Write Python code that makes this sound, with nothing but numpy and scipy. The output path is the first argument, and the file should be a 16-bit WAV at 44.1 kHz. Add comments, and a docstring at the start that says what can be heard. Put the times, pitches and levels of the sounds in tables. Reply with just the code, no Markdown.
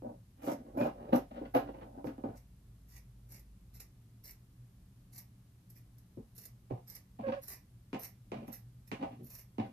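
"""Scissors cutting cotton on a table

Scissors cut a cotton sheet in a small, quiet room: filtered snaps and rubbing make the steel rasp, with ringing.
At first the lower blade also lies on the top, which booms as a resonator with snapping threads and knocks.
Then the scissors are lifted and the thin rasp leads; at last they knock down again and once squeak by stick-slip.
A brief squeal of tight edges marks an early cut. Faint hiss, air noise and two sine hums lie beneath."""
import sys
import numpy as np
from scipy import signal
from scipy.fft import rfft, irfft
from scipy.io import wavfile
from scipy.ndimage import uniform_filter1d

SR = 44100
rng = np.random.default_rng(int(sys.argv[2]) if len(sys.argv) > 2 else 0)


def to_wav(sig):
    """Store sig (one row per channel, or 1-D mono) as 16-bit WAV at the path in sys.argv[1].

    Samples outside -1..1 are clipped; the rate is SR.
    """
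    pcm = np.clip(np.atleast_2d(sig), -1, 1) * 32767
    pcm = np.round(pcm).astype(np.int16)
    wavfile.write(sys.argv[1], SR, pcm.T)  # frames by channels


N = 428652
TIME = np.arange(N) / SR  # s


def amp(db):
    """Level to amplitude ratio: 20 dB is a factor of ten."""
    return 10 ** (np.asarray(db) / 20)


def evened(x):
    """Normalization to an rms value of 1."""
    return x / np.sqrt(np.mean(x ** 2) + 1e-20)


def read(points, hz):
    """Linear interpolation of a spectrum on a log-frequency axis."""
    f, value = np.transpose(points)
    return np.interp(np.log(hz + 1), np.log(f + 1), value)


def add(mix, s, sound):
    """Superposition: a sound of one or more channels joins the mix at time s."""
    part = mix[:, max(round(s * SR), 0):][:, :sound.shape[1]]
    part += sound[:, :part.shape[1]]


def band(x, lo_hz, hi_hz):
    """Causal Butterworth band-pass."""
    sections = signal.butter(3, [lo_hz, min(hi_hz, SR / 2 - 1)], "band", fs=SR, output="sos")
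    return signal.sosfilt(sections, x)


def convolve(x, response):
    """Linear system: output is the convolution of input and impulse response."""
    return signal.oaconvolve(np.atleast_2d(x), np.atleast_2d(response), axes=1)[:, :N]


def bell(hz, centre_hz, width_hz):
    """Lorentzian resonance curve, 1 at its centre."""
    return 1 / (1 + (2 * (hz - centre_hz) / width_hz) ** 2)


def ring(spectrum, modes=(), size=4096):
    """Minimum-phase impulse response of a body with this spectrum and these modes, energy 1."""
    hz = abs(np.fft.fftfreq(size, 1 / SR))
    db = read(spectrum, hz) + sum(lift * bell(hz, f, width) for f, width, lift in modes)
    # the Hilbert transform of the log magnitude gives the phase of a causal body
    log_response = np.conj(signal.hilbert(np.log(amp(db))))
    h = np.fft.ifft(np.exp(log_response)).real[:size // 2]
    return h / np.linalg.norm(h)


def resonate(x, hz, width_hz):
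    """Tracking resonator of gain 1: shift the curve hz to zero, smooth with one pole, shift back."""
    turn = np.exp(2j * np.pi * np.cumsum(hz) / SR)
    r = np.exp(-np.pi * width_hz / SR)
    smoothed = signal.lfilter([1 - r], [1, -r], x / turn + 1e-18)
    return 2 * (turn * smoothed).real


def grains(per_s, spread_db, rub):
    """Point process: tiny snaps of uneven size over smooth noise, at a steady mean power."""
    size = amp(spread_db * np.minimum(rng.exponential(1, N), 4)) * rng.choice([-1, 1], N)
    snaps = evened(size * (rng.random(N) < per_s / SR))
    x = snaps + rub * rng.standard_normal(N)
    return x / np.sqrt(uniform_filter1d(x ** 2, size=1300) + 1e-9)


def wander(per_s):
    """Slow random modulation of rms 1, with per_s random values a second joined by lines."""
    values = rng.standard_normal(8192)
    return evened(np.interp(TIME * per_s, np.arange(len(values)), values))


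def envelope(start, length, swell_db, attack_s, release_s):
    """Amplitude history: linear rise, a hold that swells or sags about gain 1, exponential release."""
    t = TIME - start
    held = amp(swell_db * (np.clip(t / length, 0, 1) - .5))
    return np.clip(t / attack_s, 0, 1) * held * np.exp(-np.clip((t - length) / release_s, 0, 20))


# likeness of diffuse sound at the two microphones: (f/Hz, coherence)
COHERENCE = [(30, .99), (200, .99), (330, .96), (600, .4), (1100, .05), (15000, 0)]


def diffuse(count):
    """Diffuse-field coherence: white noise from all sides is alike at both microphones only in the bass."""
    a, b = rfft(rng.standard_normal((2, count)))
    same = np.clip(read(COHERENCE, np.fft.rfftfreq(count, 1 / SR)), -1, 1)
    return irfft([a, same * a + np.sqrt(1 - same ** 2) * b], count)


def room(wet_db, t60, treble_t60, scatter_db, lag_ms=0, right_db=0, count=16000):
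    """Room impulse response of energy 1: direct sound, early scatter and exponentially decaying tail."""
    t, hz = np.arange(count) / SR, np.fft.rfftfreq(count, 1 / SR)
    noise = diffuse(count)
    treble = irfft(rfft(noise) * read([(1000, 0), (10000, 1)], hz), count)
    tail = (noise - treble) * amp(-60 * t / t60) + treble * amp(-60 * t / treble_t60)
    tail *= 1 - np.exp(-t / 0.0045)  # gradual build-up
    scatter = diffuse(count) * np.exp(-t / 0.0034)
    h = amp(wet_db) * tail / np.linalg.norm(tail[0])
    h += amp(scatter_db) * scatter / np.linalg.norm(scatter[0])
    h[:, 0] += 1  # direct sound
    z = rfft(np.roll(h, 44, axis=1))  # all of it starts 44 samples late
    # above the bass the left microphone receives it later and weaker
    apart = read([(200, 0), (340, .25), (700, 1)], hz)
    z[0] *= np.exp(-2j * np.pi * hz * apart * lag_ms / 1000) * amp(-right_db * apart)
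    h = irfft(z, count) * np.minimum(1, 2 * (1 - t / t[-1])) ** 2  # fades to silence at the end
    return h / np.linalg.norm(h.mean(0))


# relative spectrum of the still room air: (f/Hz, density level/dB per Hz)
AIR_SPECTRUM = [(12, -43.5), (20, -22), (48, -4.5), (91, -9), (123, -2), (145, -14.5), (186, -8),
                (220, -17), (315, -22.5), (342, -31), (371, -25), (438, -32), (1180, -37.5), (1640, -40.5),
                (14500, -45.5)]


def air():
    """Broadband noise: still room air as a filtered diffuse field, -60 dB rms."""
    noise = irfft(rfft(diffuse(N)) * amp(read(AIR_SPECTRUM, np.fft.rfftfreq(N, 1 / SR))), N)
    return amp(-60) * evened(noise)


def motor():
    """Modulated sinusoid: a distant motor hums throughout, wavering in amplitude and phase."""
    level_db, hum_hz = -61.5, 119.1
    gain = amp(level_db + 4.2 * wander(per_s=11))
    return gain * np.sin(2 * np.pi * hum_hz * TIME + 1.48 * wander(per_s=4.5))


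# relative spectrum of the faint hiss: (f/Hz, density level/dB per Hz)
HISS_SPECTRUM = [(300, -15.5), (1200, 4), (3000, -3), (7000, -6.5), (12000, 2.5), (15000, -4)]


def faint_hiss():
    """Broadband noise: a very faint, slowly wavering hiss all along."""
    noise = grains(per_s=900, spread_db=2.5, rub=0.7) * amp(-0.5 * wander(per_s=4.7))
    noise = amp(-84) * evened(convolve(noise, ring(HISS_SPECTRUM)))
    return convolve(noise, room(wet_db=0, t60=0.068, treble_t60=0.15, scatter_db=3))


# relative spectra of the table top near its edge and further in: (f/Hz, density level/dB per Hz)
EDGE_SPECTRUM = [(40, -55), (100, -16), (170, -8.5), (270, 7.5), (430, -11), (620, -2.5), (850, -4),
                 (1100, -14.5), (1900, -23.5), (3000, -30.5), (4500, -37), (7000, -46.5), (10000, -66),
                 (15000, -26)]
INNER_SPECTRUM = [(40, -30), (100, -5.5), (220, 5), (340, -4.5), (470, -11.5), (750, 2.5), (1050, -6),
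                  (1400, -20.5), (2300, -14.5), (3200, -22), (4200, -28), (6500, -33.5), (9000, -42.5),
                  (15000, -42)]
# resonances of the table top: (f/Hz, width/Hz, lift/dB)
TABLE_MODES = [(120.4, 46, 15.5), (189.7, 16, 2), (231.6, 38, 7.5), (287, 58, 6.5), (369, 26, 8.5),
               (442.5, 21, 11), (523, 90, 12.5), (579, 75, 3.5), (600, 36, 1), (666, 7.5, 8), (717, 7.1, 8),
               (780.3, 31, 9.5), (916, 30, 5), (1038, 14, 7.5), (1180, 26, 3), (1260, 9.4, -3.5),
               (1273, 78, 7.5), (1479, 68, 6), (1490, 66, 1), (1660, 20, 7.5), (2439, 40, 6.5),
               (2860, 160, 5.5)]


def top(s):
    """Modal response of the plate: driven near its edge before 4 s, further in afterwards."""
    return ring(EDGE_SPECTRUM if s < 4 else INNER_SPECTRUM, TABLE_MODES, size=8192)


# the blade knocks on the table: (t/s, blow level/dB, then relative to it before fixed band trims:
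# hardness as treble level/dB, hollow middle level/dB, weight as bass level/dB)
KNOCK_EVENTS = [(0.02, -43.5, -26, -5, -19), (0.441, -38, -38, -7, -7), (0.474, -31, -19, -0.5, -16),
                (0.517, -35.5, -40, -16, -25), (0.745, -51, -30, -12, -21), (0.812, -26, -16.5, -3.5, -4),
                (0.848, -34.5, -22, 2, -15), (1.141, -35.5, -13.5, 5.5, 2), (1.315, -51, -39, -31, -24),
                (1.413, -35, -36, -7.5, -19), (1.549, -27, -13.5, -0.5, -14),
                          (1.568, -26.5, -15.5, -10.5, -7), (1.689, -36.5, -40, -5, -5),
                (2.043, -30.5, -28, -8, -8), (2.072, -32, -18.5, -21, -20), (2.18, -40.5, -27, -8.5, -29),
                (2.238, -30.5, -33, -6, -18), (2.289, -34.5, -32, -15.5, -2),
                (6.172, -39.5, -39, -19.5, -11.5), (6.708, -29.5, -34, -8, -7),
                (7.193, -39.5, -40, -1.5, -30), (7.93, -33.5, -12, -7.5, -17), (7.946, -41.5, -8, 2, -14),
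                (8.318, -34, -15.5, -4.5, -8), (8.42, -41, -40, -18, -17), (8.48, -42, -18, -7, -30),
                (8.916, -32, -8.5, -7, -9.5), (9.027, -34, -17.5, -3, -19), (9.583, -26.5, -27, -10, -12.5)]


def knocks():
    """Impact excitation of a plate: harder blows ring brighter, heavier ones deeper."""
    damp_s = .04  # the resting hand soon stills the deep ring of the top
    out = np.zeros((2, N))
    for s, db, hard_db, hollow_db, weight_db in KNOCK_EVENTS:
        here = room(wet_db=5.0, t60=0.22, treble_t60=0.22, scatter_db=0.0, lag_ms=0.46, right_db=2.5)
        blow = convolve(top(s), here)
        damped = blow * np.exp(-np.arange(blow.shape[1]) / SR / damp_s)
        parts = [(damped, 50, 240, weight_db + 2.0), (damped, 183, 445, -1.5),
                 (blow, 435, 1080, hollow_db - 5.5), (blow, 1380, 12000, hard_db - 3.0)]
        for sound, lo_hz, hi_hz, part_db in parts:
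            part = band(sound, lo_hz, hi_hz)
            peak = np.sqrt(uniform_filter1d(part.mean(0) ** 2, size=300).max())  # highest short-time rms
            add(out, s - .001, amp(db + part_db) * part / peak)
    return out


# the lower blade bears on the top as it cuts or slides: (t/s, length/s, boom drive level/dB,
# swell/dB, then relative to the boom: hollow middle level/dB, scratch level/dB)
SLIDE_EVENTS = [(0.025, 0.13, -55, -16.5, 0.5, -30.5), (0.366, 0.079, -57.5, 18, 1, -8),
                (0.43, .08, -45, 10, 2, -13), (0.52, .2, -58, -1, -3, -22),
                (0.732, 0.032, -52.5, 9, 0.5, -22), (0.769, 0.088, -39, 5, 2.5, -13),
                (0.897, 0.269, -57, 8, 1.5, -15.5), (1.122, 0.051, -31, -8.5, -1.5, -16.5),
                (1.303, .16, -51.5, -8, 0, -9.5), (1.536, 0.041, -39.5, -0.5, 9, -10),
                (1.59, 0.11, -54, -6, -1, -13), (1.731, 0.099, -52.5, -1, 0, -14.5),
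                (1.853, 0.15, -54, 1, -2.5, -27), (2.042, 0.089, -49.5, -14, -1.5, -21),
                (2.232, 0.12, -57, -13.5, -2, -16), (6.176, 0.048, -56, -8, -12.5, -34),
                (6.698, 0.058, -45, -9.5, -3, -21), (7.184, 0.13, -49.5, 2, -1, -14.5),
                (7.317, 0.053, -55.5, -16.5, 7.5, -0.5), (7.933, 0.12, -52.5, -18, -13, -12),
                (8.319, 0.18, -51.5, -10, -6, -16), (8.988, .15, -49, -6.5, -2.5, -13.5),
                (9.159, 0.083, -53, 4.5, -28, -29), (9.582, 0.11, -48, -19, -3, -15)]


def crunch():
    """Forced vibration of a plate: snapping threads and the sliding blade drive the table top."""
    out = np.zeros((2, N))
    snaps = grains(per_s=520, spread_db=3.5, rub=0.53) * amp(4.7 * wander(per_s=55))
    for start, length, db, swell_db, hollow_db, scratch_db in SLIDE_EVENTS:
        force = amp(db) * envelope(start, length, swell_db, attack_s=0.011, release_s=.016)
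        inside = (TIME >= start) & (TIME <= start + length + .1)
        shaken = signal.oaconvolve(snaps[inside], top(start))[:inside.sum()]
        # boom, hollow middle, scratch
        parts = [(40.3, 404, 0), (510, 1140, hollow_db), (1367, 5700, scratch_db)]
        sound = sum(evened(band(shaken, lo_hz, hi_hz)) * amp(part_db) for lo_hz, hi_hz, part_db in parts)
        here = room(wet_db=2.5, t60=0.15, treble_t60=0.26, scatter_db=-1.5, lag_ms=0.5, right_db=1.5)
        add(out, start, convolve(force[inside] * sound, here))
    return out


def cuts():
    """Grouping in time: squeezes in quick succession make one closing, with a start and an end."""
    start, length = np.transpose(SQUEEZE_EVENTS)[:2]
    end = start + length
    reopened = start[1:] - end[:-1] > .15  # a longer wait, in s, begins a new cut
    return start[np.r_[True, reopened]], end[np.r_[reopened, True]]


SQUEEZE_SHAPE = dict(attack_s=0.015, release_s=0.017)
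# the hand squeezes the blades together: (t/s, length/s, rasp drive level/dB,
# swell from start to end/dB, lower hiss level relative to the rasp/dB)
SQUEEZE_EVENTS = [(0.411, 0.11, -61, 6, -1), (0.762, 0.1, -62.5, 1, -3.5), (1.123, 0.04, -54.5, 6, -6.5),
                  (1.536, 0.069, -58, -16, -7.5), (2.036, 0.032, -66.5, 11, -4.5),
                  (2.351, 0.014, -63.5, 4, -2), (2.866, 0.1, -69.5, 18, -1), (3.285, 0.079, -63, 7, -2.5),
                  (3.73, 0.028, -61.5, 1, -2), (3.79, 0.043, -64.5, -22, 2), (4.231, 0.061, -55.5, 1.5, -4),
                  (5.116, .012, -60.5, 1, -5.5), (5.136, 0.058, -55.5, 3, -8), (5.688, .018, -66, -7, -8),
                  (5.747, .02, -61.5, 0, -7.5), (6.345, 0.098, -56.5, 7, -8), (6.865, 0.095, -61, 0, -0.5),
                  (7.414, .036, -55, -10, -7), (7.46, 0.069, -52, 11, -9), (7.985, 0.065, -50, 5.5, -8.5),
                  (8.466, .014, -65, 2, -6), (8.515, 0.043, -50.5, -3, -11), (8.865, 0.009, -57, 5.5, -11),
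                  (9.222, 0.13, -60, 16.5, -10), (9.376, 0.011, -52, 6, -9.5)]
# gliding blade rings: (f open/Hz, f closed/Hz, width/Hz, level open/dB, level closed/dB)
GLIDING_RINGS = [(12670, 6800, 82, 20, -3), (10830, 16200, 300, -7.5, -1.5), (8650, 24000, 1200, 4, 2)]
# the edges catch and let go: (t/s, drive level/dB before a fixed trim)
CATCHES = [(3.32, -46), (3.394, -49.5), (3.8033, -39.5), (4.309, -43.5), (5.1811, -36.5), (5.7014, -49),
           (5.9836, -54), (6.3803, -40), (6.454, -39.5), (6.9008, -44), (6.9523, -40.5), (7.4824, -33.5),
           (8.5285, -40), (9.3029, -43.5), (9.351, -41.5)]
# relative spectrum of the blades: (f/Hz, density level/dB per Hz)
STEEL_SPECTRUM = [(200, -7), (600, -15), (1300, -16.5), (1950, -12.5), (2500, -20.5), (3400, -15.5),
                  (4300, -13), (5600, -9), (7300, -13.5), (8800, -13.5), (10500, -7), (12200, 5),
                  (13500, -7.5), (15000, -13.5)]
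# resonances and a hollow of the blades: (f/Hz, width/Hz, lift/dB)
BLADE_MODES = [(2010, 430, -0.5), (2310, 140, 1), (3190, 460, -21), (5600, 430, 3), (7300, 3200, 1)]
# the scissors drift to the right: (t/s, level at the right microphone above the left/dB)
RIGHTWARD_DRIFT = [(0, .5), (1.6, 0), (2.9, 2.3), (5.7, 2), (6.4, 4), (9.3, 4.7)]


def blades():
    """Friction-driven resonance: edges rasp, two rings glide up and one down, a lower scrape grows."""
    starts, ends = cuts()
    closed, rasp, hiss = np.zeros((3, N))
    for start, end in zip(starts, ends):
        after = TIME >= start
        closed[after] = np.interp(TIME[after], [start, end], [.2, .7])  # 0 open, 1 closed
    for start, length, db, swell_db, hiss_db in SQUEEZE_EVENTS:
        force = amp(db) * envelope(start, length, swell_db, **SQUEEZE_SHAPE)
        rasp += force
        hiss += force * amp(hiss_db)
    friction = grains(per_s=1300, spread_db=2.5, rub=0.42)
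    friction *= amp(2 * wander(per_s=250) + 1.3 * wander(per_s=70))
    rasp, hiss = friction * rasp, friction * hiss
    drive = amp(-6.5) * band(rasp, 9400, 24400) + amp(8.0) * band(hiss, 250, 9000)
    # the lower scrape grows as the crossing point nears the tips
    drive += band(hiss, 1630, 3270) * amp(-12.5 + 38.6 * closed)
    for open_hz, closed_hz, width_hz, open_db, closed_db in GLIDING_RINGS:
        hz = (open_hz + (closed_hz - open_hz) * closed) * (1 + 0.036 * wander(per_s=16))
        ring_db = open_db + (closed_db - open_db) * closed + 0.75 * wander(per_s=24)
        drive += resonate(rasp, hz, width_hz) * amp(ring_db)
    t = np.arange(900) / SR
    catches = np.zeros((1, N))
    for s, db in CATCHES:
        burst = rng.standard_normal((1, len(t))) * np.exp(-t / 0.006)
        add(catches, s - .002, amp(db - 5.5) * burst)
    steel = convolve(drive + catches[0], ring(STEEL_SPECTRUM, BLADE_MODES))[0]
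    out = np.zeros((2, N))
    # the scissors have moved on at each cut, so hands and table scatter their sound anew
    for s, part in zip(starts, np.split(steel, [round(s * SR) for s in starts])[1:]):
        add(out, s, convolve(part, room(wet_db=3.5, t60=0.28, treble_t60=0.15, scatter_db=7)))
    right_db = np.interp(TIME, *np.transpose(RIGHTWARD_DRIFT))
    return out * amp(right_db * [[-.5], [.5]])


def drone():
    """Modulated sinusoid: a deep hum of the building comes and goes."""
    level_db, hum_hz = -57.5, 52.4
    gain = amp(level_db + 0.63 * wander(per_s=2.5))
    tone = gain * np.sin(2 * np.pi * hum_hz * TIME + .5 * wander(per_s=7.4))
    return tone * envelope(start=0.5, length=3.27, swell_db=0, attack_s=0.29, release_s=0.29)


def squeal():
    """Narrow-band resonance: tight edges set one blade ringing for a moment in one cut."""
    tone = evened(resonate(rng.standard_normal(N), np.full(N, 2466), width_hz=34))
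    force = envelope(start=0.772, length=0.056, swell_db=9, **SQUEEZE_SHAPE)
    tone = amp(-57.5) * band(tone, 2300, 3500) * force
    return convolve(tone, room(wet_db=-11, t60=0.17, treble_t60=.2, scatter_db=4))


# arches of the squeak along the top: (t/s, length/s, f/Hz, glide/Hz per s, drive level/dB)
SQUEAK_ARCHES = [(7.226, .098, 533, -400, -39.5), (7.314, 0.041, 557, 1102, -40.5),
                 (7.352, 0.05, 562, 3, -45)]
# harmonics of the squeak: (multiple of the pitch, relative level/dB)
SQUEAK_HARMONICS = [(1, -4), (2, -21), (3, -25), (4, -40), (5, -39)]


def squeak():
    """Stick-slip oscillation: steel on the table gives gliding arches of tone, each slip a puff of scratch."""
    hz, gain = np.full(N, float(SQUEAK_ARCHES[0][2])), np.zeros(N)
    for start, length, pitch_hz, glide_hz_per_s, db in SQUEAK_ARCHES:
        inside = (TIME > start) & (TIME < start + length)
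        t = TIME[inside] - start
        hz[inside] = pitch_hz + glide_hz_per_s * (t - length / 2)
        gain[inside] += amp(db) * abs(np.sin(np.pi * t / length)) ** 1.1  # the power sets how pointed
    turns = np.cumsum(hz * (1 + .027 * wander(per_s=260))) / SR  # jittered pitch, in cycles
    tone = sum(amp(db) * np.sin(2 * np.pi * round(k) * turns) for k, db in SQUEAK_HARMONICS)
    slips = band(rng.standard_normal(N) * np.exp(-(turns % 1) / 0.18), 900, 2200)
    flutter = amp(2 * wander(per_s=70))
    sound = (evened(tone) + amp(-21.5) * evened(slips)) * gain * flutter
    here = room(wet_db=-11, t60=.14, treble_t60=0.17, scatter_db=-12, lag_ms=0.29, right_db=4.0)
    return convolve(sound, here)


def scene():
    """Superposition of background, table and scissors."""
    background = air() + motor() + drone() + faint_hiss()
    return background + knocks() + crunch() + blades() + squeal() + squeak()


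def record(dry):
    """Low-pass filtering: the recorder's band limit at 14.8 kHz."""
    low_pass = signal.firwin(301, 14800, window=("kaiser", 8), fs=SR)
    return signal.oaconvolve(dry, low_pass[None], "same")


dry = scene()
out = record(dry)
to_wav(out)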